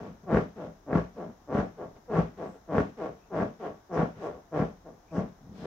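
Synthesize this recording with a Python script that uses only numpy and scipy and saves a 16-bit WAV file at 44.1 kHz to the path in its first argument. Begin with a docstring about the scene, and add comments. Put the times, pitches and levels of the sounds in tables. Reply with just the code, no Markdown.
"""A small curtained room: a person bounces on a large inflatable vinyl ride-on toy about every 0.6 s.
Each sinking and each rebound drags vinyl over vinyl: a low stick-slip creak that slows and turns ragged.
Under full weight the skin lets go in hard jerks that thump the air chamber, and the toy throbs deeply.
Its folds crinkle, cloth scuffs and skin squeaks faintly on the vinyl, over quiet rumble and hiss.
At the end the rider leans slowly forward into one last creak."""
import sys
import numpy as np
from scipy import signal
from scipy.fft import rfft, irfft
from scipy.io import wavfile
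from scipy.ndimage import uniform_filter1d

SR = 44100
rng = np.random.default_rng(int(sys.argv[2]) if len(sys.argv) > 2 else 0)


def wrap_up_sound(samples):
    """Save the sound to the file named by the first command line argument, as 16-bit audio."""
    columns = np.atleast_2d(samples).T
    # keep every value between -1 and 1, then stretch to whole-number steps
    tamed = np.clip(columns, -1, 1)
    steps = np.round(tamed * 32767).astype(np.int16)
    wavfile.write(sys.argv[1], SR, steps)


N = 249606

# the rider sinks in, with layer levels ahead of the mix trims:
# (start [s], attack [s], push [s], opening slip rate [1/s], creak [dB], air chamber [dB], crinkle [dB])
SINKS = [(.26, 0.11, 0.12, 196, -26.5, -25.5, -48.5), (.858, 0.16, 0.11, 151, -27, -26.5, -48.5),
         (1.469, 0.13, 0.13, 151, -28, -28.5, -50.5), (2.075, 0.11, .121, 263, -28, -27, -49.5),
         (2.672, 0.14, 0.12, 175, -26.5, -26, -47.5), (3.298, 0.097, 0.13, 212, -29.5, -30.5, -52.5),
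         (3.889, 0.13, .133, 200, -27.5, -28, -50), (4.511, 0.074, 0.11, 172, -29, -29.5, -51.5),
         (5.103, 0.099, 0.1, 173, -34, -29, -55)]
# the toy springs back: same columns
REBOUNDS = [(-.06, 0.049, 0.13, 161, -44.5, -41.5, -60.5), (.553, 0.054, 0.1, 250, -40, -42, -62),
            (1.15, 0.058, 0.085, 293, -38.5, -41, -63.5), (1.766, 0.052, 0.07, 255, -38.5, -45, -65.5),
            (2.367, 0.055, 0.087, 226, -37, -41.5, -59), (2.968, 0.063, 0.093, 263, -34, -41.5, -57),
            (3.587, 0.08, 0.083, 262, -34, -43, -58), (4.19, 0.079, 0.087, 233, -34, -44.5, -56.5),
            (4.841, 0.035, 0.046, 190, -46, -50.5, -78)]
# level curves of the closing lean: (time [s], creak [dB], air chamber [dB], crinkle [dB])
LEAN = [(5.38, -86, -66, -92), (5.42, -75, -51, -101), (5.51, -62, -42.5, -88), (5.555, -56.5, -46, -67.5),
        (5.635, -46.5, -39, -59), (5.66, -31, -37, -51)]
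# body tone of the air chamber: (frequency [Hz], relative level [dB])
CHAMBER_TONE = [(25, -39.5), (42, -24), (56, -12.5), (75, -11), (100, -5.5), (135, -5.5), (170, 1),
                (220, -3.5), (290, -11.5), (500, -30), (1500, -101.5)]


def slips(ragged, size_spread_db=6, shimmer_db=2, stray=.45, count=90):
    """Vinyl sticks and slips on vinyl: a click train in which each stick tends to outlast the last."""
    out, step = np.zeros(N), np.arange(count)
    rows = strokes()
    ends = [row[0] for row in rows[1:]] + [N / SR]
    for (start, per_s, slowing, *_), end in zip(rows, ends):
        chance = rng.standard_normal((4, count))
        stick_s = (1 + slowing) ** step / per_s
        due = start + np.cumsum(stick_s) - stick_s
        disorder = np.interp(due * SR, np.arange(N), ragged)
        # a second, weaker patch of the contact lets go halfway through each stick
        for k, share in enumerate((1, .33)):
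            times = due + stick_s * (k / 2 + .5 * disorder * chance[k])
            spread_db = shimmer_db + size_spread_db * disorder
            sizes = share * from_db(spread_db * np.clip(chance[k + 2], -2, 2))
            out -= clicks(times, sizes * (times > 0) * (times < end))
    # the rim of the contact gives way in small random slips
    return out + stray * ragged * grains(per_s=1100, spread_db=2.5)


def strokes(lean_slips_per_s=110):
    """Every sinking, rebound and lean in order of time: (start [s], opening slip rate [1/s], *course)."""
    # course: (growth per stick [share], opening raggedness [0-1], fraying time scale [s])
    sink_course, rebound_course, lean_course = (.024, .035, .16), (.042, .061, .22), (.012, .4, .087)
    rows = [(LEAN[0][0], lean_slips_per_s, *lean_course)]
    for table, course in ((SINKS, sink_course), (REBOUNDS, rebound_course)):
        rows += [(start, per_s, *course) for start, _, _, per_s, *_ in table]
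    return sorted(rows)


def raggedness(ceiling=0.6935):
    """Each stroke loses its even rhythm as the load grows."""
    start, _, _, opening, fray_s = np.transpose(strokes())
    t = np.arange(N) / SR
    stroke = np.maximum(np.searchsorted(start, t, side="right") - 1, 0)
    age = t - start[stroke]
    return np.clip(opening[stroke] + (age / fray_s[stroke]) ** 2, 0, ceiling)


def rubbing_levels():
    """The rider's moves add up to three envelopes in dB: creak, air chamber and crinkle."""
    # envelope of a sinking, one row a layer:
    # (attack stretch [factor], attack curve [exponent], hold after the push [s], release [dB/s])
    sink_shapes = [(1.0, 1.136, 0.00092, 264.5), (1.25, 1.12, 0.016, 210), (.95, 2.3, .002, 155)]
    # envelope of a rebound: same rows and columns
    rebound_shapes = [(0.96, 1.35, 0.0011, 237), (1, 0.55, 0.042, 257), (1, 0.54, .002, 150)]
    # brief shifts of the seat: (time [s], half-length [s], creak [dB], air chamber [dB], crinkle [dB])
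    seat_shifts = [(0.249, 0.016, -53.5, -44.5, -76), (1.3, 0.022, -53, -42, -73),
                   (1.969, 0.02, -55.5, -49.5, -69.5), (2.558, 0.021, -51, -66, -69),
                   (4.189, 0.033, -51.5, -43.5, -62.5), (4.363, 0.04, -47.5, -50.5, -86)]
    t = np.arange(N) / SR
    power = from_db(curves(np.array(LEAN))) ** 2 * (t > LEAN[0][0])
    for table, shapes in ((SINKS, sink_shapes), (REBOUNDS, rebound_shapes)):
        for start, attack_s, push_s, _, *levels_db in table:
            onset = int(start * SR)
            span = slice(max(onset, 0), min(onset + SR // 2, N))
            for layer, db, shape in zip(power, levels_db, shapes):
                layer[span] += (from_db(db) * swell(t[span] - start, attack_s, push_s, *shape)) ** 2
    for time, half_s, *levels_db in seat_shifts:
        power += np.outer(from_db(levels_db), bump(time, half_s)) ** 2
    return 10 * np.log10(power + 1e-12)


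def swell(age, attack_s, push_s, stretch, curve, hold_s, release_db_per_s):
    """A stroke's envelope: a rounded attack, then a steady fade once push and hold are over."""
    attack = np.sin(np.pi / 2 * np.clip(age / (attack_s * stretch), 0, 1)) ** curve
    return attack * from_db(-release_db_per_s * np.maximum(age - push_s - hold_s, 0))


def sharpened(drive, creak_db, soft_hz=850, sharp_at_db=-29, growth=0.96):
    """Light rubbing gives rounded slips; their edges sharpen with pressure."""
    soft = butterworth(drive + 1e-18, 1, soft_hz, "low")
    edge = np.minimum(from_db(growth * (creak_db - sharp_at_db)), 1)
    return soft + edge * (drive - soft)


def vinyl_skin(drive):
    """A slip sends a short pulse through the taut skin and leaves its panels ringing."""
    # tone of one slip: (frequency [Hz], relative level [dB])
    slip_tone = [(90, -23), (170, -6.5), (280, -4.5), (350, 0.5), (440, 0.5), (560, 0), (720, 3.5),
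                 (840, -2.5), (1150, -6), (1260, -16), (1600, -12.5), (2100, -20.5), (3000, -33.5),
                 (9000, -84)]
    # panel resonances: (frequency [Hz], bandwidth [Hz], boost [dB])
    panels = [(290.3, 20, 6), (409.5, 112, 7), (502.8, 14, 6.5), (586.3, 20, 7), (633, 19, 3),
              (715, 65, 1.5), (1126, 66, 5), (1340, 100, 8), (1670, 14, 1.5)]
    out = convolve(drive, pulse_of(slip_tone))
    for hz, width_hz, boost_db in panels:
        ring = signal.lfilter(*signal.iirpeak(hz, hz / width_hz, fs=SR), out)
        out = out + (from_db(boost_db) - 1) * ring
    return out


def jerks(thump_trim_db=-2, thump_lead_s=.001):
    """A stuck fold lets go at once: the pressure dips, with a crack and a thump of the chamber."""
    # the hardest jerks of the skin: (time [s], crack [dB], thump before its trim [dB])
    hard_jerks = [(0.327, -28, -13), (.346, -12.5, -14), (.371, -10.5, -24), (.378, -38, -23),
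                  (.930, -18.5, -25), (0.955, -17.5, -9.5), (.978, -23, -20), (.99, -20.5, -32),
                  (1.549, -24, -14.5), (1.588, -20, -14.5), (1.604, -20.5, -29.5), (2.136, -27, -42),
                  (2.185, -38, -13), (2.191, -23, -15.5), (2.751, -21.5, -20.5), (2.782, -12.5, -13.5),
                  (2.806, -20.5, -15), (3.405, -23, -32), (3.422, -21, -20), (3.977, -18.5, -43),
                  (3.989, -28, -19), (4.002, -20, -23), (4.03, -22.5, -15.5), (4.6, -36, -15),
                  (4.621, -39, -18), (5.181, -33, -16), (5.197, -35, -33)]
    # tone of the crack: (frequency [Hz], relative level [dB])
    crack_tone = [(40, -13.5), (150, 8), (450, 14), (800, -6), (1500, 1.5), (2200, -14), (3500, -34),
                  (6000, -65.5), (9000, -87), (15000, -68)]
    times, crack_db, thump_db = np.transpose(hard_jerks + lesser_jerks())
    crack = convolve(clicks(times, from_db(crack_db)), pulse_of(crack_tone))
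    kicks = clicks(times - thump_lead_s, from_db(thump_db + thump_trim_db))
    thump = convolve(kicks, pulse_of(CHAMBER_TONE))
    return -crack - thump


def lesser_jerks(count=2, early_s=.015, spread_s=.018, crack_offset_db=3.5, thump_offset_db=-4):
    """Small jerks scatter around the end of each sinking's push, scaled to its creak."""
    chance = np.clip(rng.standard_normal((len(SINKS), count, 3)), -2, 2)
    rows = []
    for (start, _, push_s, _, creak_db, *_), draws in zip(SINKS, chance):
        for when, crack, thump in draws:
            rows.append((start + push_s - early_s + spread_s * when,
                         creak_db + crack_offset_db + 2 * crack,
                         creak_db + thump_offset_db + 2 * thump))
    return rows


def air_chamber(drive, ragged, lurch=1.14):
    """The enclosed air hums with the slips and booms with uneven lurches of the load."""
    lurches = lurch * ragged * grains(per_s=150, spread_db=6.0)
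    return levelled(convolve(drive + lurches, pulse_of(CHAMBER_TONE)), size=900)


def landings(hz=57, t60=0.22, rise_s=0.013, size=16384):
    """At the bottom of a bounce the whole toy gives one deep, soft throb."""
    # the rider's weight bottoms out: (time [s], peak level [dB])
    hits = [(0.343, -33.5), (0.946, -33), (1.563, -35), (2.18, -35), (4.01, -44), (4.605, -39)]
    times, db = np.transpose(hits)
    t = np.arange(size) / SR
    throb = np.sin(2 * np.pi * hz * t) * from_db(-60 * t / t60) * (1 - np.exp(-t / rise_s))
    return convolve(clicks(times, from_db(db)), throb / throb.max())


def crinkle(drive, rustle=0.96):
    """Folds tick with each slip and rustle in between."""
    # tone of a fold's tick: (frequency [Hz], relative level [dB])
    fold_tone = [(200, -33.5), (700, -3), (1400, 10), (2300, 0.5), (3200, -5), (4400, -12.5), (6000, -13),
                 (7200, -19), (9000, -27.5), (15000, -34.5)]
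    ticks = drive + rustle * grains(per_s=3000, spread_db=1.5)
    return levelled(convolve(ticks, pulse_of(fold_tone)), size=900)


def scuffs():
    """Cloth slides over the vinyl in soft swishes of band-passed noise."""
    # swishes: (time [s], half-length [s], centre [Hz], filter bandwidth [Hz], level [dB])
    swishes = [(0.643, 0.048, 3340, 890, -72), (2.51, .068, 7800, 2000, -76.5),
               (3.047, 0.045, 2800, 910, -72), (3.666, .037, 2920, 895, -66),
               (3.953, 0.027, 5700, 1500, -62), (4.25, 0.046, 6400, 3000, -71),
               (5.17, 0.048, 5700, 2200, -66), (5.625, 0.077, 3650, 3180, -63.5)]
    out = np.zeros((2, N))
    for time, half_s, hz, width_hz, db in swishes:
        band = signal.iirpeak(hz, hz / width_hz, fs=SR)
        swish = signal.lfilter(*band, signal.lfilter(*band, rng.standard_normal((2, N))))
        out += from_db(db) * rms_one(swish) * bump(time, half_s)
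    return out


def squeaks(waver_hz=130, rise_hz_per_s=3500):
    """Skin squeaks on vinyl: thin, unsteady tones that glide upward as they swell and fade."""
    # faint high squeaks: (time [s], half-length [s], pitch [Hz], level [dB])
    chirps = [(3.235, .045, 2550, -72), (5.105, .028, 2450, -67)]
    t, out = np.arange(N) / SR, np.zeros(N)
    waver = rms_one(butterworth(rng.standard_normal(N), 2, waver_hz, "low"))
    for time, half_s, hz, db in chirps:
        tone = np.sin(2 * np.pi * np.cumsum(hz + rise_hz_per_s * (t - time)) / SR)
        out += from_db(db) * waver * tone * bump(time, half_s)
    return out


def room(x, echo_s=0.004306, echo_db=-12, t60=0.19, mid_db=-10, side_db=-2, size=16384):
    """The curtained room returns one near reflection and a short diffuse tail."""
    t = np.arange(size) / SR
    mid, side = rng.standard_normal((2, size)) * from_db(-60 * t / t60) * (t > .003)
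    mid = from_db(mid_db) * mid / np.linalg.norm(mid)
    side = from_db(side_db) * side / np.linalg.norm(side)
    side = butterworth(side, 1, 1000, "high")  # wide treble, centred bass
    tails = butterworth([mid + side, mid - side], 1, 260, "high")
    echo = from_db(echo_db) * np.interp(np.arange(N) - echo_s * SR, np.arange(N), x, left=0)
    return np.array([x + echo + convolve(x, tail) for tail in tails])


def room_tone(level_db=-58.5, wide_above_hz=900):
    """A quiet bed: room rumble in the centre, wide hiss above it."""
    # colour of the bed: (frequency [Hz], relative noise density [dB])
    bed_tone = [(15, -52.5), (25, 6), (107, -4.5), (164, -6), (340, -7.5), (410, -7.5), (567, -13),
                (666, -6.5), (1900, -22), (2560, -31.5), (3900, -29.5), (4500, -35), (5300, -28),
                (6800, -28.5), (7400, -39), (9050, -44.5), (12500, -36), (15500, -38)]
    mid, side = rng.standard_normal((2, N))
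    side = butterworth(side, 1, wide_above_hz, "high")
    colour = response_of(bed_tone)
    bed = np.array([convolve(mid + sign * side, colour) for sign in (1, -1)])
    return from_db(level_db) * rms_one(bed)


def grains(per_s, spread_db):
    """Random tiny releases of uneven size."""
    born = rng.random(N) < per_s / SR
    return born * from_db(spread_db * np.minimum(rng.exponential(1, N), 4)) * rng.choice([-1, 1], N)


def clicks(times, sizes):
    """Impulses at the given times."""
    return np.bincount(np.clip(np.round(times * SR).astype(int), 0, N - 1), sizes, N)


def bump(time, half_s):
    """A bell-shaped swell, down to 1/e at half_s either side of its peak."""
    return np.exp(-np.minimum(((np.arange(N) / SR - time) / half_s) ** 2, 50))


def curves(rows):
    """Breakpoints (time [s], values...) drawn out to one curve a value column."""
    times, *columns = rows[np.argsort(rows[:, 0])].T
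    return [np.interp(np.arange(N) / SR, times, column) for column in columns]


def response_of(spectrum, size=8192):
    """Minimum-phase impulse response of a tone curve (frequency [Hz], level [dB])."""
    hz, db = np.transpose(spectrum)
    grid = np.maximum(np.arange(size // 2 + 1) * SR / size, 1)
    gain = from_db(np.interp(np.log(grid), np.log(hz), db))
    cepstrum = irfft(np.log(gain))
    cepstrum[1:size // 2] *= 2
    cepstrum[size // 2 + 1:] = 0
    return irfft(np.exp(rfft(cepstrum)))


def pulse_of(spectrum):
    """A transient with the given tone curve and a peak of 1."""
    response = response_of(spectrum)
    return response / np.abs(response).max()


def convolve(x, response):
    """Pass a sound through an impulse response."""
    return signal.fftconvolve(x, response)[:N]


def butterworth(x, order, hz, kind):
    """Low-pass or high-pass filter."""
    return signal.sosfilt(signal.butter(order, hz, kind, fs=SR, output="sos"), x)


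def levelled(x, size):
    """Ride the gain toward unit power, smoothing over size samples."""
    power = uniform_filter1d(uniform_filter1d(x ** 2, size), size)
    return x / np.sqrt(np.abs(power) + 1e-4 * np.mean(x ** 2))


def rms_one(x):
    """Scale to unit power."""
    return x / np.sqrt(np.mean(x ** 2) + 1e-20)


def from_db(db):
    """Decibels to gain."""
    return 10 ** (np.asarray(db) / 20)


def scene():
    """One train of slips drives skin, air chamber and folds; accents and room tone fill out the mix."""
    creak_db, chamber_db, crinkle_db = rubbing_levels()
    ragged = raggedness()
    drive = slips(ragged)
    creak = from_db(creak_db + 0.09) * levelled(vinyl_skin(sharpened(drive, creak_db)), size=600)
    boom = from_db(chamber_db - 2.5) * air_chamber(drive, ragged)
    # folds lie all over the toy, so left and right each get their own rustle
    folds = from_db(crinkle_db + 3.0) * np.array([crinkle(drive), crinkle(drive)])
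    return room(creak + boom + jerks() + landings() + squeaks()) + folds + scuffs() + room_tone()


def record(dry, low_cut_hz=36, high_cut_hz=15750):
    """Each side gets its own colour; the deepest bass and the top are cut, and both ends are eased."""
    # tonal tilt between the two microphone ports: (frequency [Hz], left minus right [dB])
    port_tilt = [(100, 1.43), (800, 1.5), (1500, 0.5), (4000, 7.5), (6000, 11.5), (7500, -3), (9500, -2.5),
                 (13000, 1)]
    hz, tilt_db = np.transpose(port_tilt)
    colours = [response_of(np.column_stack([hz, sign * tilt_db / 2])) for sign in (1, -1)]
    heard = [convolve(x, colour) for x, colour in zip(dry, colours)]
    heard = butterworth(heard, 3, low_cut_hz, "high") * signal.windows.tukey(N, .001)
    return signal.sosfilt(signal.ellip(12, .1, 90, high_cut_hz, fs=SR, output="sos"), heard)


dry = scene()
out = record(dry)
wrap_up_sound(out)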